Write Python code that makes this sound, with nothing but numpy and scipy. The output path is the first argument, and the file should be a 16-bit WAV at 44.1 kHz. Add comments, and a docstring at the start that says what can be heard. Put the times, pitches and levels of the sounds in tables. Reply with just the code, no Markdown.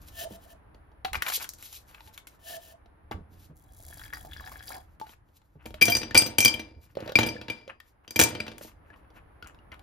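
"""Ice cubes drop one by one into a thick glass tumbler on a stone kitchen counter, heard close through two small
microphone ports. Each blow cracks, rings the wall's modes and thuds in the counter; the cubes rock and settle.
Before the ice, coffee powder runs in twice from a sachet as dry grains that stir the air in the glass.
A little water then trickles in as spray, drops and bubbles. Fingers and foil rustle, taps are short notes with
noise, and soft bumps are low wobbles. The room tone is filtered noise that rises and falls."""
import sys
import numpy as np
from scipy import signal
from scipy.fft import rfft, irfft, next_fast_len
from scipy.io import wavfile

SR = 44100
rng = np.random.default_rng(int(sys.argv[2]) if len(sys.argv) > 2 else 0)


def wrap_up_sound(samples):
    """Save the sound to the file named by the first command line argument, as 16-bit audio."""
    columns = np.atleast_2d(samples).T
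    # keep every value between -1 and 1, then stretch to whole-number steps
    tamed = np.clip(columns, -1, 1)
    steps = np.round(tamed * 32767).astype(np.int16)
    wavfile.write(sys.argv[1], SR, steps)


N = 433062
T = np.arange(N) / SR   # s

# Table levels are relative: each layer applies its own trim, and the ports their balance.
# room tone around the counter: [t/s, rumble level/dB, wash level/dB]
ROOM = [(0.0, -52, -55), (.5, -56.5, -55.5), (1.2, -58, -58.5), (2.54, -62.5, -58.5), (3.3, -55.5, -58.5),
        (3.55, -58, -62), (4.3, -49, -59.5), (4.85, -57, -59.5), (5.47, -65.5, -67), (5.7, -51, -68.5),
        (6.8, -57.5, -69), (7.79, -65.5, -67), (8.1, -67, -60), (8.67, -58, -64), (8.83, -57, -55.5),
        (9.82, -56, -54.5)]
# spectra of the rumble and of the soft air: [f/Hz, level/dB per Hz]
RUMBLE = [(12, -43), (20, -6.5), (48, 4.5), (70, 6), (162, -10.5), (255, -19), (304, -8), (400, -34.5),
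          (520, -37.5), (880, -120)]
AIR = [(88, -34), (150, -2), (871, -2.5), (1720, -8.5), (2180, -14.5), (6770, -44), (8560, -53.5),
       (9820, -24), (13400, -39.5), (16000, -40.5)]

# soft bumps of hand or arm on the counter: [t/s, level/dB, f/Hz, t60/s]
BUMPS = [(0.308, -39.5, 192, 0.19), (1.114, -35, 55, 0.18), (1.162, -28.5, 62, 0.13),
         (2.058, -45, 81.5, 0.16), (3.142, -28.5, 82, 0.23), (3.172, -29.5, 78, 0.17),
         (3.29, -49, 88, 0.98), (3.497, -34.5, 152, 0.091), (5.553, -38, 149, 0.079),
         (6.763, -34.5, 78.6, 0.11)]

# sachet and fingers moving, plus brief rough tails after some taps: [t/s, length/s, crisp rustle level/dB, dull
# rub level/dB]
HANDS = [(.0, 0.087, -57.5, -69), (1.051, 0.0033, -59, -38), (1.133, 0.018, -43, -38), (1.2, .01, -67, -51),
         (1.225, 0.14, -39, -45.5), (1.385, 0.068, -46, -54), (1.545, 0.26, -51, -68),
         (1.83, 0.34, -57.5, -65), (2.18, 0.011, -61, -65), (2.272, 0.0078, -50, -80),
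         (2.3, 0.05, -71, -74), (3.116, 0.015, -52.5, -48), (3.29, 0.2, -63, -77), (4.81, 0.14, -74.5, -92),
         (5.01, 0.13, -65.5, -65), (5.15, 0.72, -78, -93), (5.56, 0.31, -84, -65.5),
         (6.775, 0.2, -66.5, -74.5), (6.965, 0.11, -70, -51.5), (7.075, 0.019, -70, -37),
         (7.685, 0.033, -84.5, -52), (7.8, 0.12, -77.5, -79.5), (8.035, .02, -76, -68),
         (8.585, 0.13, -61.5, -60), (8.81, 0.24, -84.5, -65.5), (9.13, 0.059, -74, -60),
         (9.428, 0.072, -80.5, -61), (9.715, 0.031, -80, -54.5)]
# spectra of foil rustle and finger rub: [f/Hz, level/dB per Hz]
RUSTLE = [(1200, -33.5), (2200, -9), (4000, -6.5), (6500, -8), (9000, -5.5), (11000, -3.5), (13500, -4),
          (16000, -35.5)]
RUB = [(180, -36), (300, -38.5), (524, -5), (838, 5), (1530, 3.5), (2870, -0.5), (3580, -18), (7030, -37),
       (8760, -28), (10000, -17), (13000, -54), (22000, -120)]
HAND_START_S, HAND_STOP_S, HAND_SAG_DB_PER_S = 0.0052, 0.035, 28.5
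HAND_RISE_SHARE = 0.22   # share of its length that a stroke takes to come up

# shakes of powder: [t/s, length/s, patter level/dB]
POWDER = [(.195, 0.049, -40), (.325, 0.036, -53), (.435, 0.016, -60), (.505, 0.024, -57.5),
          (2.485, 0.082, -43), (2.63, 0.097, -55)]
# spectrum of grains on the bottom of the glass: [f/Hz, level/dB per Hz]
PATTER = [(600, -72), (1200, -42), (2400, -5), (3100, -2), (4500, -2.5), (7000, -2.5), (9500, 3.5),
          (12500, -0.5), (16000, -7.5)]
# air in the empty glass, lowest mode, then higher modes: [f/Hz, width/Hz, level/dB]
DRY_COLUMN = [(668, 23, 0)]
OVERTONES = [(1770, 48, 4.5), (3040, 210, 5), (3680, 150, -13)]
POWDER_AIR_DB, POWDER_SWELL_S, POWDER_STOP_S = -3, 0.094, 0.017
POWDER_AIR_LAG_S = .03   # the air sings fullest as the stream ends

# trickle of water: [t/s, spray level/dB, splashing in the glass level/dB, gurgle level/dB]
TRICKLE = [(3.55, -84, -92, -85), (3.56, -63, -86, -77), (3.65, -71.5, -76, -71), (3.818, -56.5, -73, -76),
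           (3.886, -52, -61.5, -64), (4.066, -57, -52.5, -67), (4.12, -67.5, -67, -79),
           (4.132, -55, -41.5, -63), (4.2, -53, -58.5, -61), (4.268, -61, -70, -54.5),
           (4.344, -63, -53, -75), (4.49, -56, -52.5, -51.5), (4.652, -58, -56, -70),
           (4.696, -46, -49.5, -53), (4.768, -53, -54, -44.5), (4.84, -75, -82, -73)]
# spectrum of the spray: [f/Hz, level/dB per Hz]
SPRAY = [(1200, -29), (2000, -34), (2700, -27), (3500, -14), (5000, -13), (8000, -3), (11000, 1),
         (13500, -9), (16000, -11)]
# air stirred by splashes, then lowest air mode with big bubbles: [f/Hz, width/Hz, level/dB]
WET_COLUMN = [(1690, 110, -2), (2210, 170, -9.5), (3320, 110, -8.5), (3900, 110, -17), (4850, 440, -9)]
GURGLE = [(750, 21, -5.5), (845, 200, -9), (1060, 340, -30)]
# single drops: [t/s, level/dB, bubble starting f/Hz]
DROPS = [(3.717, -43, 670), (3.757, -58, 730), (3.78, -49, 774), (3.799, -35, 690), (3.831, -43, 496),
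         (3.844, -55, 747), (3.869, -37, 723), (3.904, -32.5, 680), (3.925, -32, 1760), (3.954, -39, 1820),
         (3.971, -34, 695), (3.995, -27, 1590), (4.015, -27, 1850), (4.063, -29, 1700), (4.102, -44, 1820),
         (4.135, -14.5, 1880), (4.171, -24, 1830), (4.249, -23.5, 715), (4.313, -32.5, 3430),
         (4.333, -21, 3450), (4.376, -46, 1710), (4.407, -25.5, 1086), (4.461, -29.5, 5030),
         (4.475, -23.5, 1760), (4.518, -20, 1080), (4.562, -32, 1720), (4.612, -50, 2380),
         (4.638, -34, 1838), (4.68, -20.5, 4760), (4.705, -19.5, 1070)]

# taps and snaps of sachet, spoon, fingers and settling ice:
# [t/s, note level/dB, note f/Hz, snap level/dB, thud level/dB, note t60/s]
TAPS = [(0.306, -63, 465, -57, -37.5, 0.045), (0.746, -48, 905, -67, -50, 0.062),
        (0.917, -53, 859, -86, -59, 0.064), (1.048, -18, 757, -38, -42, 0.074),
        (1.132, -25, 2160, -32, -58, 0.024), (1.154, -18.5, 2390, -45.5, -47, 0.04),
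        (1.222, -19.5, 1920, -23.5, -49.5, 0.034), (1.265, -20.5, 2350, -40, -53.5, 0.041),
        (1.285, -31, 1060, -28.5, -70, 0.045), (1.3, -26.5, 735, -34, -69, 0.059),
        (1.322, -26, 2340, -40, -67, 0.037), (1.377, -36.5, 484, -48, -58, 0.038),
        (1.4, -38, 2280, -50, -57, 0.049), (1.421, -30, 1060, -50, -53, 0.032),
        (1.443, -32, 2260, -36, -55, 0.03), (1.491, -55, 3130, -30, -70, 0.037),
        (1.536, -67, 3170, -40, -58, 0.045), (1.586, -78, 3130, -51, -59, 0.045),
        (1.626, -48, 2380, -44, -59, 0.057), (1.728, -49, 2540, -42, -72, 0.065),
        (1.912, -51, 1280, -58, -64, 0.045), (1.946, -39, 2600, -51, -67, 0.03),
        (2.006, -39.5, 910, -59, -64, 0.054), (2.075, -44.5, 864, -59, -58, 0.096),
        (2.177, -37, 2260, -41, -75, 0.038), (2.271, -46, 2170, -46, -61, 0.058),
        (2.859, -46.5, 705, -75, -58, 0.045), (3.112, -21, 810, -59.5, -32.5, 0.035),
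        (4.999, -45, 1190, -48.5, -48, 0.08), (5.014, -23, 877, -75, -54, 0.065),
        (5.068, -42, 750, -60, -60, 0.05), (5.093, -43, 945, -59, -55, 0.041),
        (5.288, -63, 830, -77, -63, 0.041), (5.417, -56, 894, -77, -77, 0.047),
        (5.656, -33, 554, -57.5, -48, 0.041), (5.66, -36.5, 2360, -43.5, -35, 0.081),
        (5.706, -42, 570, -57, -41, 0.051), (5.742, -31, 620, -48.5, -47.5, 0.057),
        (6.953, -40, 560, -60, -48.5, 0.053), (6.971, -14, 555, -77, -39, 0.029),
        (7.004, -30, 528, -56.5, -38.5, 0.045), (7.023, -36, 528, -70.5, -32, 0.045),
        (7.061, -30.5, 550, -67.5, -36, 0.045), (7.077, -24.5, 610, -55, -55.5, 0.045),
        (7.094, -22.5, 510, -54, -42, 0.045), (7.12, -23, 570, -48.5, -47, 0.031),
        (7.678, -30.5, 540, -64, -55, 0.058), (7.802, -36, 1800, -57, -73.5, 0.036),
        (8.582, -43.5, 1680, -43, -59, 0.04), (8.611, -30, 578, -76, -43, 0.037),
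        (8.648, -37, 641, -76, -41, 0.038), (8.903, -37, 1700, -107, -52.5, 0.04),
        (8.961, -45.5, 1074, -93.5, -60.5, 0.045), (9.103, -52, 947, -71, -54, 0.05),
        (9.158, -56, 1085, -78, -52, 0.04), (9.425, -29.5, 1444, -54.5, -51, 0.029),
        (9.444, -36.5, 1410, -68.5, -54.5, 0.038), (9.473, -53, 1320, -47, -63, 0.045),
        (9.546, -50.5, 1075, -68, -59, 0.04), (9.589, -47.5, 2830, -98.5, -55, 0.049),
        (9.718, -34.5, 2070, -61, -52, 0.037), (9.742, -48, 1245, -61, -59, 0.045),
        (9.794, -45.5, 770, -61, -66.5, 0.039), (3.117, -29, 1146, -79, -59, .06),
        (5.882, -15, 696, -69, -40, 0.15), (6.11, -25, 1780, -81.5, -58.5, 0.05),
        (7.365, -30, 1730, -80, -57, .04), (8.2, -15, 930, -70, -50, 0.17)]

# ice striking the wall: [t/s, crack level/dB, five ring families low to high level/dB, share of full ring t60]
ICE = [(5.812, -33, -21.5, -28, -28, -35, -33.5, 0.86), (5.8167, -23, -28, -23, -20, -35, -33, 0.33),
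       (5.8224, -27, -8.5, -38, -16, -31.5, -23.5, 0.9), (5.8534, -35, -36, -32, -22, -24, -26, 1),
       (5.8814, -21.5, -34, -36, -47, -29, -36, 0.69), (5.8981, -32, -33, -22, -26, -35, -29, 1),
       (5.9204, -33, -22, -44, -22.5, -34, -32, 1), (5.9504, -28, -28, -46, -18.5, -31, -32.5, 0.56),
       (5.9673, -31, -34, -54, -36, -27.5, -33.5, 0.92), (6.0158, -35, -38.5, -48, -38, -49, -51, 0.5),
       (6.0314, -32, -39.5, -62, -39, -41, -55, 1), (6.109, -38.5, -42, -53, -46, -47, -63, 0.4),
       (6.1464, -20.5, -25, -17, -27, -31, -29, 0.2), (6.1519, -19, -14.5, -29, -15.5, -31, -30.5, 0.62),
       (6.1634, -20.5, -22, -27, -16.5, -28.5, -28, 0.63),
       (6.1755, -30.5, -16, -35, -10.5, -23.5, -18, 0.69), (6.1984, -34, -29, -41, -39, -37, -36, 0.76),
       (6.2181, -27, -39, -34, -26, -33, -31, 0.71), (6.262, -31, -38, -50, -38, -32.5, -37, 1),
       (6.3835, -21.5, -21.5, -19, -23, -29.5, -20, 0.48), (6.4044, -31, -19.5, -23, -35, -28.5, -22, 0.55),
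       (6.4254, -33, -20, -43, -47, -21.5, -38, 1), (6.4484, -25.5, -27.5, -12.5, -35, -21, -16.5, 0.26),
       (6.4562, -22, -13, -21, -10, -25.5, -27, 0.72), (6.4791, -32.5, -20, -18.5, -21, -33, -32, 0.6),
       (6.5397, -40.5, -25.5, -19, -51, -52.5, -40, 0.41), (6.5942, -35, -38, -47, -50, -43.5, -49, 0.83),
       (7.1549, -21, -4, -23, -13.5, -36, -28.5, 0.36), (7.188, -15.5, -24.5, -39, -25, -32.5, -27.5, 0.35),
       (7.208, -33.5, -24, -39, -50, -37, -52, 0.74), (7.2314, -25.5, -26, -22, -40, -32, -45, 0.41),
       (7.2626, -32, -31, -46, -33, -47.5, -38.5, 1), (7.2871, -39.5, -33, -43, -37, -39, -56, 0.46),
       (7.4134, -37, -58, -61, -67, -70, -62, 0.42), (7.4829, -35, -45, -42, -53, -70, -77, 0.42),
       (7.4991, -32.5, -22.5, -33, -34, -46, -46.5, 0.49), (7.5183, -52, -33.5, -45, -51.5, -55, -62, 0.34),
       (8.0779, -48.5, -55.5, -41, -43.5, -48.5, -59.5, 0.43),
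       (8.107, -45, -52.5, -55, -43.5, -51.5, -46.5, 0.58), (8.1596, -27, -24, -29, -32, -35, -29, 0.47),
       (8.192, -17.5, -33, -25, -32, -32, -22, 0.35), (8.1978, -17, -15, -29, -36, -23, -14, 0.28),
       (8.2128, -16.5, -13.5, -29, -31, -31, -19, 0.23), (8.2242, -27.5, -34.5, -47, -34, -28, -25, 0.6),
       (8.236, -30, -20.5, -49, -37, -23, -19.5, 0.5), (8.288, -59, -47.5, -72, -40, -52.5, -44, 0.64),
       (8.3505, -32, -44, -37, -45, -52, -67, 0.6), (8.4021, -32, -25.5, -55, -30.5, -64, -48, 0.2),
       (8.4657, -39.5, -51, -51, -53, -63, -64, 0.39), (8.4803, -36, -48, -57, -56, -58, -57, 0.34),
       (8.5166, -43.5, -52, -52, -70, -66, -64, 0.44)]
# free modes of the glass wall, in close pairs at first: [f/Hz, level/dB, t60/s]
GLASS = [(2358, 0, .16), (2373, -6, .16), (4823, 0, .2), (4846, -7, .15), (3145, 0, .09), (3260, -8, .05),
         (5790, -2, .1), (5905, -9, .08), (6156, -2, .1), (8226, 3, .12), (9491, -4, .1), (10280, -5, .07),
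         (11500, -9, .07), (12570, -5, .1), (13180, -6, .08), (14400, -6, .07), (15500, -9, .07)]
# borders between the five ring families: [f/Hz]
FAMILY_FROM_HZ = [2800, 4000, 5400, 7000]
# counter and heavy base of the glass: [f/Hz, level/dB, t60/s]
COUNTER = [(71, -6.5, 0.17), (109.5, 4, 0.089), (225.3, 1.5, 0.14), (317.6, 4.5, 0.1), (486.3, 4.5, 0.058),
           (604, -4, 0.1), (719.3, -2, 0.1), (921, -9.5, 0.26)]
# spectrum of ice cracking on glass: [f/Hz, level/dB per Hz]
CRACK = [(530, -32.5), (900, -2), (1090, -8), (1990, -4), (2330, -10), (2660, -1.5), (4860, -14),
         (7680, -27), (10800, -26), (16000, -44.5)]
# air column before and after ice shortens it: [f/Hz, width/Hz, level/dB]
AIR_EMPTY = [(700, 15, 0)]
AIR_FILLED = [(961, 9.2, 0)]
FILLED_AT_S = 7.0
CUBE_LOW_HZ, CUBE_HIGH_HZ, CUBE_T60_S = 1523, 15460, 0.092   # a cube's own short, dull modes
CONTACT_S, ROCK_SWELL_S = 0.00087, 0.021   # time constants of a blow's onset and of the unrest

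# phase by which the left port leads: [f/Hz, phase/rad]
PORT_PHASE = [(20, 0), (300, .3), (700, 1.3), (2600, 1.2), (4500, .4), (5200, .2), (5900, -1), (7000, -1.3),
              (7700, -2.7), (8700, -3.14), (10000, -3.8), (12000, -5.3), (13500, -6.2), (16000, -6.4)]
# left port minus right port: [f/Hz, level/dB]
PORT_BALANCE = [(60, -4.5), (130, -2), (290, -0.5), (640, -2), (1410, 3.5), (3100, 5), (6820, 2.5),
                (15000, 1)]
# kitchen reflections relative to the direct sound: [f/Hz, level/dB]
REFLECTED = [(60, -16), (300, -10), (1000, -4), (2400, -10), (4000, -5), (7000, -7), (9000, -14),
             (16000, -18)]
KITCHEN_T60_S, CUTOFF_HZ = 0.2, 16500


def from_db(db):
    """dB to gain."""
    return 10 ** (np.asarray(db) / 20)


def rms_one(x):
    """Scale to rms 1."""
    return x / np.sqrt(np.mean(x ** 2) + 1e-20)


def fade(t, t60):
    """Falls 60 dB in t60."""
    return np.exp(-np.log(1000) * t / t60)


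def add(out, s, sound):
    """Mix a sound in at time s."""
    i = round(s * SR)
    out[i:i + len(sound)] += sound[:N - i]


def noise_track():
    """White noise for the whole scene."""
    return rng.standard_normal(N)


def gains(tables):
    """Level columns of several spans as gains in time, silent between the spans."""
    out = 0
    for rows in tables:
        s, *columns = np.transpose(rows)
        out = out + from_db([np.interp(T, s, c, left=-200, right=-200) for c in columns])
    return out


def strokes(rows, start_s, stop_s, sag_db_per_s, rise_share):
    """Each stroke swells by 30 dB, sags while it holds, and drops away by 30 dB."""
    spans = []
    for s, length, *levels in rows:
        hold, db = max(length, .001), np.array(levels)
        end_db = db - sag_db_per_s * hold
        spans.append([(s - start_s, *(db - 30)), (s + rise_share * hold, *db),
                      (s + hold, *end_db), (s + hold + stop_s, *(end_db - 30))])
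    return gains(spans)


def flutter(rate, depth_db):
    """A gain that wavers at random between rate knots a second (200 at most)."""
    knots = rng.standard_normal(round(N / SR * 200) + 2)
    return from_db(depth_db * np.interp(T * min(rate, 200), np.arange(len(knots)), knots))


def at_hz(points, hz):
    """Read a spectrum on a log-frequency axis."""
    table_hz, values = np.array(points).T
    return np.interp(np.log(hz + 1), np.log(table_hz + 1), values)


def colour(x, spectrum):
    """Causal (minimum-phase) filter with the given spectrum, by folding its cepstrum; rms 1."""
    size = 4096
    magnitude = from_db(at_hz(spectrum, np.fft.rfftfreq(size, 1 / SR)))
    cepstrum = irfft(np.log(magnitude))
    cepstrum[1:size // 2] *= 2
    cepstrum[size // 2 + 1:] = 0
    impulse = irfft(np.exp(rfft(cepstrum)))
    return rms_one(signal.oaconvolve(x, impulse)[:len(x)])


def band(x, low_hz, high_hz):
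    """Band-pass; rms 1."""
    edges = [low_hz, min(high_hz, .45 * SR)]
    return rms_one(signal.sosfilt(signal.butter(2, edges, "band", fs=SR, output="sos"), x))


def grains(per_s, spread_db):
    """Random clicks of either sign with a long tail of strong ones."""
    sizes = from_db(spread_db * np.minimum(rng.exponential(1, N), 5)) * rng.choice([-1, 1], N)
    return sizes * (rng.random(N) < per_s / SR) + 1e-18


def ring(x, hz, t60):
    """Two-pole resonator: a unit click sets a decaying sine of height 1 ringing."""
    r, w = from_db(-60 / (t60 * SR)), 2 * np.pi * hz / SR
    return signal.lfilter([0, np.sin(w)], [1, -2 * r * np.cos(w), r * r], x)


def column(per_s, spread_db, peaks):
    """The air in the glass sings at its resonances, each stirred by its own random clicks; rms 1."""
    out = 0
    for hz, width, db in peaks:
        t60 = np.log(1000) / np.pi / width   # a narrower peak rings longer
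        out = out + from_db(db) * rms_one(ring(grains(per_s, spread_db), hz, t60))
    return rms_one(out)


def counter(pushes):
    """Pushes ring the modes of counter and glass base, with alternating sign."""
    return sum(from_db(db) * ring(pushes + 1e-18, hz, t60) * (-1) ** k
               for k, (hz, db, t60) in enumerate(COUNTER))


def rocking(t60, axis):
    """Unrest of the cubes: every blow swells it by the power in one of its columns, then it dies away."""
    power = np.zeros(N)
    for blow in ICE:
        add(power, blow[0], from_db([2 * blow[axis]]))
    swell, fall = np.exp(-1 / (ROCK_SWELL_S * SR)), from_db(-120 / (t60 * SR))   # per sample, in power
    poles = np.convolve([1, -swell], [1, -fall])
    return np.sqrt(signal.lfilter([1 - swell], poles, power + 1e-18).clip(0))


def room_tone():
    """Low rumble, nearly alike at both ports, and soft air that differs between them."""
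    rumble, air = gains([ROOM])
    air = air + from_db(-15.5) * rocking(0.25, axis=1)   # the clatter fills the room
    shared, opposed = colour(noise_track(), RUMBLE), colour(noise_track(), RUMBLE)
    low = shared + .2 * opposed * [[1], [-1]]
    soft = np.array([colour(noise_track(), AIR) for side in range(2)])
    return rumble * low + from_db(-5.5) * air * soft


def bumps():
    """Low, uneven wobbles of sine and band noise that swell in and die."""
    out, t = np.zeros(N), T[:SR // 2]
    swell = 1 - np.exp(-t / 0.0082)
    for s, level_db, hz, t60 in BUMPS:
        rough = band(rng.standard_normal(len(t)), 0.14 * hz, 2.6 * hz)
        wobble = np.sin(2 * np.pi * hz * t) + 0.37 * rough
        add(out, s, from_db(level_db) * wobble * swell * fade(t, t60))
    return out


def hands():
    """Foil crackles finely in uneven swells, fingers rub and drag."""
    crisp, dull = strokes(HANDS, HAND_START_S, HAND_STOP_S, HAND_SAG_DB_PER_S, HAND_RISE_SHARE)
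    foil = flutter(35., depth_db=7.5) * colour(grains(15000.0, spread_db=4.0), RUSTLE)
    fingers = flutter(60., depth_db=8.0) * colour(grains(1800.0, spread_db=4.0), RUB)
    return crisp * foil + dull * fingers


def powder():
    """Dense dry grains hit the bottom and stir the air column."""
    patter, = strokes(POWDER, POWDER_SWELL_S, POWDER_STOP_S, sag_db_per_s=30., rise_share=0)
    bright = colour(grains(9000., spread_db=3.0), PATTER) + from_db(-6.5) * column(3000., 3.7, OVERTONES)
    late_patter = np.interp(T - POWDER_AIR_LAG_S, T, patter)
    singing = flutter(29.65, depth_db=2.0) * column(2400.0, 0.47, DRY_COLUMN)
    return patter * bright + from_db(POWDER_AIR_DB) * late_patter * singing


def bubbles(count, start_s, end_s):
    """Small bubbles of many sizes, each a short note sliding upward; rms 1 over the span."""
    out, t = np.zeros(N), T[:SR // 20]
    for when, size, power in rng.random((count, 3)):
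        hz = 800 * 2.8 ** size
        note = np.sin(2 * np.pi * hz * (t + 3.1 * t ** 2)) * fade(t, 22. / hz)
        add(out, start_s + (end_s - start_s) * when, from_db(15.0 * power) * note)
    return out / np.sqrt(np.mean(out[round(start_s * SR):round(end_s * SR)] ** 2))


def water():
    """Spray and small splashes stir the air column; drops pop and leave a bubble rising in pitch."""
    spray, air, gurgle = gains([TRICKLE])
    out = spray * colour(grains(5100.0, spread_db=7.0), SPRAY)
    out += air * column(600., 6.5, WET_COLUMN) + gurgle * column(590.0, 2.0, GURGLE)
    out += from_db(-29.0) * air * bubbles(count=260, start_s=TRICKLE[0][0], end_s=TRICKLE[-1][0])
    t = T[:SR // 10]
    for s, level_db, hz in DROPS:
        noise = rng.standard_normal(len(t))
        bubble = np.sin(2 * np.pi * hz * (t + 0.86 * t ** 2)) * fade(t, 0.024)
        splash = band(noise, 0.53 * hz, 1.19 * hz) * fade(t, 0.048) + 0.93 * noise * fade(t, 0.068)
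        add(out, s, from_db(level_db - 13.5) * (bubble + 0.27 * splash))
    return out


def taps(rows):
    """A short hollow note, a dry knock, a bright snap and a thud in the counter."""
    out, pushes, t = np.zeros(N), np.zeros(N), T[:SR // 4]
    for s, note_db, hz, snap_db, thud_db, t60 in rows:
        knock_db = (note_db + snap_db) / 2
        noise = rng.standard_normal(len(t))
        breath = rms_one(ring(noise, hz, 1.2 / hz))
        note = (np.sin(2 * np.pi * hz * t) + 0.078 * breath) * fade(t, t60)
        knock = band(noise, 900, 4500) * (fade(t, 0.019) + 0.31 * fade(t, 1.2 * t60))
        snap = band(noise, 4300, 12000) * (fade(t, 0.003) + 0.15 * fade(t, 1.8 * t60))
        add(out, s, from_db(note_db - 6.5) * note + from_db(knock_db) * knock + from_db(snap_db + 9.5) * snap)
        add(pushes, s, from_db([thud_db - 10]))
    return out + counter(pushes)


def ice_blows():
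    """Each blow cracks, rings wall and cube modes with fresh strengths, splinters and thuds."""
    hz, mode_db, t60 = np.transpose(GLASS)[:, :, None]
    family = np.digitize(hz, FAMILY_FROM_HZ)
    crack_noise = colour(noise_track(), CRACK)
    touching = flutter(120., depth_db=4.0)   # cubes touch and leave the wall, so its ring is uneven
    sizzle = band(grains(6800.0, spread_db=5.), 5000, 11000)
    out, pushes, t = np.zeros(N), np.zeros(N), T[:SR // 3]
    swell = 1 - np.exp(-t / CONTACT_S)   # a wet, grinding contact builds the sound up
    for s, crack_db, *family_db, ring_share in ICE:
        i = round(s * SR)
        here = slice(i, i + len(t))
        top_db = family_db[-1]
        # where the cube lands matters more for the finer mode shapes
        scatter_db = (1 + family ** 2 / 4) * rng.standard_normal(hz.shape)
        strength = from_db(np.array(family_db)[family] + mode_db + scatter_db)
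        rings = strength * np.sin(2 * np.pi * hz * t) * fade(t, t60 * max(ring_share, .1))
        cube_hz = CUBE_LOW_HZ * (CUBE_HIGH_HZ / CUBE_LOW_HZ) ** rng.random((14, 1))
        cube_db = np.interp(np.log(cube_hz), np.log([4000, 9000]), [crack_db - 16, top_db - 13])
        cube = from_db(cube_db) * np.sin(2 * np.pi * cube_hz * t) * fade(t, CUBE_T60_S)
        add(out, s, swell * (touching[here] * rings.sum(axis=0) + cube.sum(axis=0)))
        crack_fall = fade(t, 0.029) + 0.29 * fade(t, 0.051)
        add(out, s, from_db(crack_db - 2.5) * crack_noise[here] * crack_fall)
        splinter_fall = fade(t, 0.019) + 0.073 * fade(t, 0.092)
        add(out, s, from_db(top_db + 8) * sizzle[here] * swell * splinter_fall)
        add(pushes, s, from_db([crack_db - 9.5]))
    return out + counter(pushes)


def ice_rocking():
    """Rocking cubes chatter on: they scrape, keep the wall singing and rumble in counter and air column."""
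    scrape = from_db(-22) * rocking(0.37, axis=1)
    singing = from_db(-36) * rocking(.6, axis=2)
    rumble = from_db(-18.5) * rocking(0.67, axis=1)
    hollow = np.where(T < FILLED_AT_S, column(590.0, 1.5, AIR_EMPTY), column(570.0, 5.2, AIR_FILLED))
    chatter = grains(1100.0, spread_db=2.0)
    wall = 0
    for hz, db, t60 in GLASS[:4]:   # the two main pairs
        family = np.digitize(hz, FAMILY_FROM_HZ)
        wall = wall + from_db(db - 0.97 * family) * rms_one(ring(chatter, hz, t60))
    low = rms_one(counter(grains(500., spread_db=2.0))) + from_db(-20) * hollow
    return scrape * colour(chatter, CRACK) + singing * wall + rumble * low


def scene():
    """Direct sound plus reflections that differ between the ports, then the ports' own phase and balance."""
    direct = bumps() + hands() + powder() + water() + taps(TAPS) + ice_blows() + ice_rocking()
    size = next_fast_len(N + SR)
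    hz = np.fft.rfftfreq(size, 1 / SR)
    tail = rng.standard_normal((2, SR // 2)) * fade(T[:SR // 2], KITCHEN_T60_S)
    tail /= np.sqrt(np.sum(tail ** 2, axis=1, keepdims=True))
    path = 1 + from_db(at_hz(REFLECTED, hz)) * rfft(tail, size)
    side = np.array([[.5], [-.5]])   # half of each difference to the left, half to the right
    ports = from_db(side * at_hz(PORT_BALANCE, hz)) * np.exp(1j * side * at_hz(PORT_PHASE, hz))
    return irfft(rfft(direct, size) * path * ports, size)[:, :N] + room_tone()


def record(dry):
    """The loudest peaks are rounded and the top is cut."""
    return signal.sosfilt(signal.cheby2(16, 70, CUTOFF_HZ, fs=SR, output="sos"), np.tanh(dry))


dry = scene()
out = record(dry)
wrap_up_sound(out)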